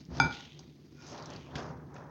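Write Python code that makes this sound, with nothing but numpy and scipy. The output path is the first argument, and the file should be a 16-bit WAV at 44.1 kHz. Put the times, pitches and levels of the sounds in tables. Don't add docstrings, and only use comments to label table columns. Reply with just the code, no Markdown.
import sys
import numpy as np
from scipy import signal
from scipy.io import wavfile
from scipy.ndimage import uniform_filter1d

SR = 44100
rng = np.random.default_rng(int(sys.argv[2]) if len(sys.argv) > 2 else 0)


def gain_from_decibels(decibels):
    exponent = np.asarray(decibels, float) / 20
    return 10 ** exponent


def log_audio(samples):
    frames = np.atleast_2d(samples).T
    limited = np.clip(frames, -1, 1)
    pcm = np.round(limited * 32767).astype(np.int16)
    wavfile.write(sys.argv[1], SR, pcm)


N = 92610

# [start_s, peak_db, tilt_db_per_octave]
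WHISK_BLOWS = [(0.1998, -7, 0), (0.229, -25, -2.5), (0.246, -27.5, 1), (0.3085, -30.5, 0.5)]
# [pitch_hz, t60_s]
BOWL_MODES = [(268, .06), (820, .09), (858, .045), (905, .2), (1389, .12), (1440, .06), (2331, .22),
              (2408, .15), (3478, .17), (3570, .018), (4840, .26), (4960, .016), (6280, .016), (6401, .26),
              (8110, .17), (8530, .14)]
BOWL_MODE_DB = [-2, -5.5, 1, -11.5, -13, 4, -8, -15.5, -23, -6.5, -22.5, -4, -11.5, -27, -22, -22]
# [time_s, level_db]
WIRE_RUB = [(0.91, -100), (0.97, -64), (1.06, -62), (1.12, -100)]
# [pitch_hz, level_db, t60_s]
TABLE_MODES = [(79, -11, .25), (150, 0, .17), (182, -10, .12), (249, -4, .09), (325, -8, .06)]
# [start_s, level_db before the held decay, tilt_db_per_octave]
TABLE_THUDS = [(0.087, -32.5, 0), (0.231, -27, -2), (1.557, -25, 2)]
# [freq_hz, level_db]
PUFF_TONE = [(700, -2), (2300, 0), (6500, -11)]
# [start_s, peak_db, pitch_hz]
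DRY_TICKS = [(.052, -47, 4800), (.5915, -40, 5100), (.594, -47, 560), (1.022, -45, 5700),
             (1.129, -40, 5200), (1.178, -40, 4300), (1.2245, -39, 4600), (1.258, -36, 5400),
             (1.3025, -38, 5600), (1.336, -38, 4600), (1.362, -38, 4300), (1.943, -37, 8600),
             (1.964, -45, 1620)]
# [start_s, end_s, gap_s, peak_db, pitch_hz]
CHATTER_START_S, CHATTER_END_S, CHATTER_GAP_S, CHATTER_DB, CHATTER_HZ = (1.066, 1.122, .0102, -41, 6000)
# [time_s, rumble_db, scrape_db, rustle_db]
HANDLING = [(0, -48, -67, -59.5), (0.074, -64, -81, -77), (0.108, -36.5, -56, -63),
            (0.171, -36.5, -45, -48.5), (0.249, -29, -39.5, -53.5), (.3, -41, -49, -56.5),
            (0.328, -43, -55.5, -43.5), (.4, -55.5, -58.5, -49.5), (0.539, -58.5, -72, -59),
            (0.629, -49, -65, -65), (0.759, -60, -90, -73), (0.939, -58, -77, -70.5),
            (1.029, -52, -59.5, -55.5), (1.089, -51, -54.5, -54.5), (1.128, -48, -45.5, -51.5),
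            (1.24, -52.5, -47.5, -58.5), (1.35, -41.5, -50, -55), (1.441, -49, -61.5, -59),
            (1.531, -45, -50, -64.5), (1.586, -45, -39.5, -49), (1.7, -45, -45.5, -61.5),
            (1.872, -47.5, -61.5, -116), (1.96, -50.5, -48, -63), (2.09, -54, -52, -80)]
# [freq_hz, level_db]
SCRAPE_TONE = [(250, -0.5), (400, 3), (950, 1), (1800, -10), (2500, -25.5), (4000, -78.5)]
# [freq_hz, level_db]
HAND_RUSTLE_TONE = [(1000, -23.5), (1900, 2.5), (3500, 0), (6000, -3.5), (7500, -5)]
# [time_s, freq_hz]
RUSTLE_PEAK_PATH = [(.15, 4870), (.35, 3480), (.55, 3300), (1.1, 5900), (1.33, 2850), (1.5, 2750),
                    (1.6, 5680)]
# [freq_hz, level_db]
ROOM_TONE = [(70, -9.5), (140, -4), (300, -2), (600, -24.5), (1250, -32), (6000, -36)]
# [freq_hz, t60_s]
KITCHEN_DECAY = [(150, 0.38), (1200, 0.4), (6000, 0.27)]
# [freq_hz, gain_db]
MIC_RESPONSE = [(25, -29.5), (75, -1.5), (6500, 0), (7500, -17), (9000, -31.5)]
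# [freq_hz, level_db]
HISS_TONE = [(13600, -11), (15700, -1.5)]


def to_unit_rms(x):
    return x / np.sqrt(np.mean(x ** 2) + 1e-20)


def read_spectrum(points, hz):
    freq_hz, value = np.transpose(points)
    return np.interp(np.log(hz + 1), np.log(freq_hz + 1), value)


def gain_curve(time_s, level_db):
    return gain_from_decibels(np.interp(np.arange(N) / SR, time_s, level_db))


def add_at(mix, start_s, sound):
    part = mix[round(start_s * SR):][:len(sound)]
    part += sound[:len(part)]


def ring(modes, tilt_db=0., rise_cycles=0.038):
    t = np.arange(SR // 3) / SR
    out = np.zeros(len(t))
    for hz, db, t60_s in modes:
        decay = gain_from_decibels(db + tilt_db * np.log2(hz / 1000) - 60 * t / t60_s)
        rise = 1 - np.exp(-t * hz / rise_cycles)
        out += decay * rise * np.sin(2 * np.pi * hz * t)
    return out


def shaped_noise(tone, patchy_db, flicker_db, peak_path=((0, 1),), peak_db=0):
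    size, hop, hump_octaves = 512, 128, .33
    frames = N // hop + 5
    hz = np.fft.rfftfreq(size, 1 / SR)[:, None]
    real, imag, patches = rng.standard_normal((3, len(hz), frames))
    patches = uniform_filter1d(patches, size=6, axis=0)
    patches = to_unit_rms(uniform_filter1d(patches, size=12, axis=1))
    flicker = to_unit_rms(uniform_filter1d(rng.standard_normal(frames), size=3))
    centre_hz = np.interp(np.arange(frames) * hop / SR, *np.transpose(peak_path))
    hump = np.exp(-(np.log2((hz + 1) / centre_hz) / hump_octaves) ** 2)
    gain_db = read_spectrum(tone, hz) + patchy_db * patches + flicker_db * flicker + peak_db * hump
    spectra = (real + 1j * imag) * gain_from_decibels(gain_db)
    return to_unit_rms(signal.istft(spectra, nperseg=size, noverlap=size - hop)[1][:N])


def bowl_modes():
    return [(hz, db, t60_s) for (hz, t60_s), db in zip(BOWL_MODES, BOWL_MODE_DB)]


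def whisk_blows():
    out = np.zeros(N)
    for start_s, peak_db, tilt_db in WHISK_BLOWS:
        tone = ring(bowl_modes(), tilt_db, rise_cycles=1.27)
        add_at(out, start_s, gain_from_decibels(peak_db) * tone / abs(tone).max())
    return out


def rubbed_glass():
    slipping = np.arange(N) / SR % CHATTER_GAP_S < CHATTER_GAP_S / 2
    friction = slipping * rng.standard_normal(N)
    singing = ring(bowl_modes()[5:8:2], 17)
    rubbed = to_unit_rms(signal.fftconvolve(friction, singing)[:N])
    return gain_curve(*np.transpose(WIRE_RUB)) * rubbed


def table_thuds():
    push_s, held_t60_s = 0.00049, .14
    puff_start_s, puff_db, puff_t60_s = 1.555, -35, 0.081
    out, t = np.zeros(N), np.arange(SR // 4) / SR
    push = t * np.exp(-t / push_s)
    for start_s, level_db, tilt_db in TABLE_THUDS:
        thud = signal.fftconvolve(ring(TABLE_MODES, tilt_db), push)[:len(t)]
        held = gain_from_decibels(level_db - 60 * t / held_t60_s)
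        add_at(out, start_s, held * thud / abs(thud).max())
    puff = shaped_noise(PUFF_TONE, patchy_db=2, flicker_db=0)[:len(t)]
    add_at(out, puff_start_s, gain_from_decibels(puff_db - 60 * t / puff_t60_s) * puff)
    return out


def ticks():
    burst_t60_s, width_ratio, snap_db = .03, .75, 14
    out, t = np.zeros(N), np.arange(1500) / SR
    chatter = [(s, CHATTER_DB, CHATTER_HZ) for s in np.arange(CHATTER_START_S, CHATTER_END_S, CHATTER_GAP_S)]
    for start_s, peak_db, hz in DRY_TICKS + chatter:
        burst = rng.standard_normal(len(t))
        burst[0] = gain_from_decibels(snap_db)
        radius = np.exp(-np.pi * width_ratio * hz / SR)
        resonator = [1, 0, -1, 1, -2 * radius * np.cos(2 * np.pi * hz / SR), radius ** 2]
        tick = signal.sosfilt([resonator, resonator], burst * gain_from_decibels(-60 * t / burst_t60_s))
        add_at(out, start_s, gain_from_decibels(peak_db) * tick / abs(tick).max())
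    return out


def table_rumble():
    lumps = gain_from_decibels(1.5 * to_unit_rms(uniform_filter1d(rng.standard_normal(N), size=500)))
    friction = lumps * rng.standard_normal(N)
    return to_unit_rms(signal.fftconvolve(friction, ring(TABLE_MODES))[:N])


def bowl_scrape():
    return shaped_noise(SCRAPE_TONE, patchy_db=0.5, flicker_db=1.1)


def hand_rustle():
    grit_db, grain_s = 2.6, .0015
    rustle = shaped_noise(HAND_RUSTLE_TONE, patchy_db=1.6, flicker_db=1,
                          peak_path=RUSTLE_PEAK_PATH, peak_db=7)
    grains = np.repeat(rng.exponential(size=N), round(grain_s * SR))[:N].clip(0, 4)
    return to_unit_rms(gain_from_decibels(grit_db * grains) * rustle)


def handling():
    time_s, rumble_db, scrape_db, rustle_db = np.transpose(HANDLING)
    rumble = gain_curve(time_s, rumble_db) * table_rumble()
    scrape = gain_curve(time_s, scrape_db) * bowl_scrape()
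    rustle = gain_curve(time_s, rustle_db) * hand_rustle()
    return rumble + scrape + rustle


def kitchen_tail(x):
    taps = np.zeros(SR)
    slots = np.arange(200, SR - 20, 20)
    taps[slots + rng.integers(0, 20, len(slots))] = rng.choice([-1., 1.], len(slots))
    hz, t, spectra = signal.stft(taps, SR, nperseg=256)
    decay = gain_from_decibels(-60 * t / read_spectrum(KITCHEN_DECAY, hz)[:, None])
    tail = signal.istft(spectra * decay, SR, nperseg=256)[1]
    return signal.fftconvolve(x, tail / np.linalg.norm(tail))[:N]


def room_tone():
    return gain_from_decibels(-56.5) * shaped_noise(ROOM_TONE, patchy_db=1.5, flicker_db=2.5)


def scene():
    hits = whisk_blows() + rubbed_glass() + table_thuds() + ticks()
    wet = gain_from_decibels(-9) * kitchen_tail(hits)
    return (hits + wet + handling() + room_tone())[None]


def microphone(dry):
    hz = abs(np.fft.fftfreq(4096, 1 / SR))
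    log_gain = np.log(gain_from_decibels(read_spectrum(MIC_RESPONSE, hz)))
    taps = np.fft.ifft(np.exp(np.conj(signal.hilbert(log_gain)))).real[:2048]
    return signal.fftconvolve(dry, taps[None])[:, :N]


def microphone_hiss():
    return gain_from_decibels(-79) * shaped_noise(HISS_TONE, patchy_db=0, flicker_db=0)


def top_cut(x):
    return signal.sosfilt(signal.butter(12, 16180, fs=SR, output="sos"), x)


def record(dry):
    heard = microphone(dry) + microphone_hiss()
    return top_cut(heard)


dry = scene()
out = record(dry)
log_audio(out)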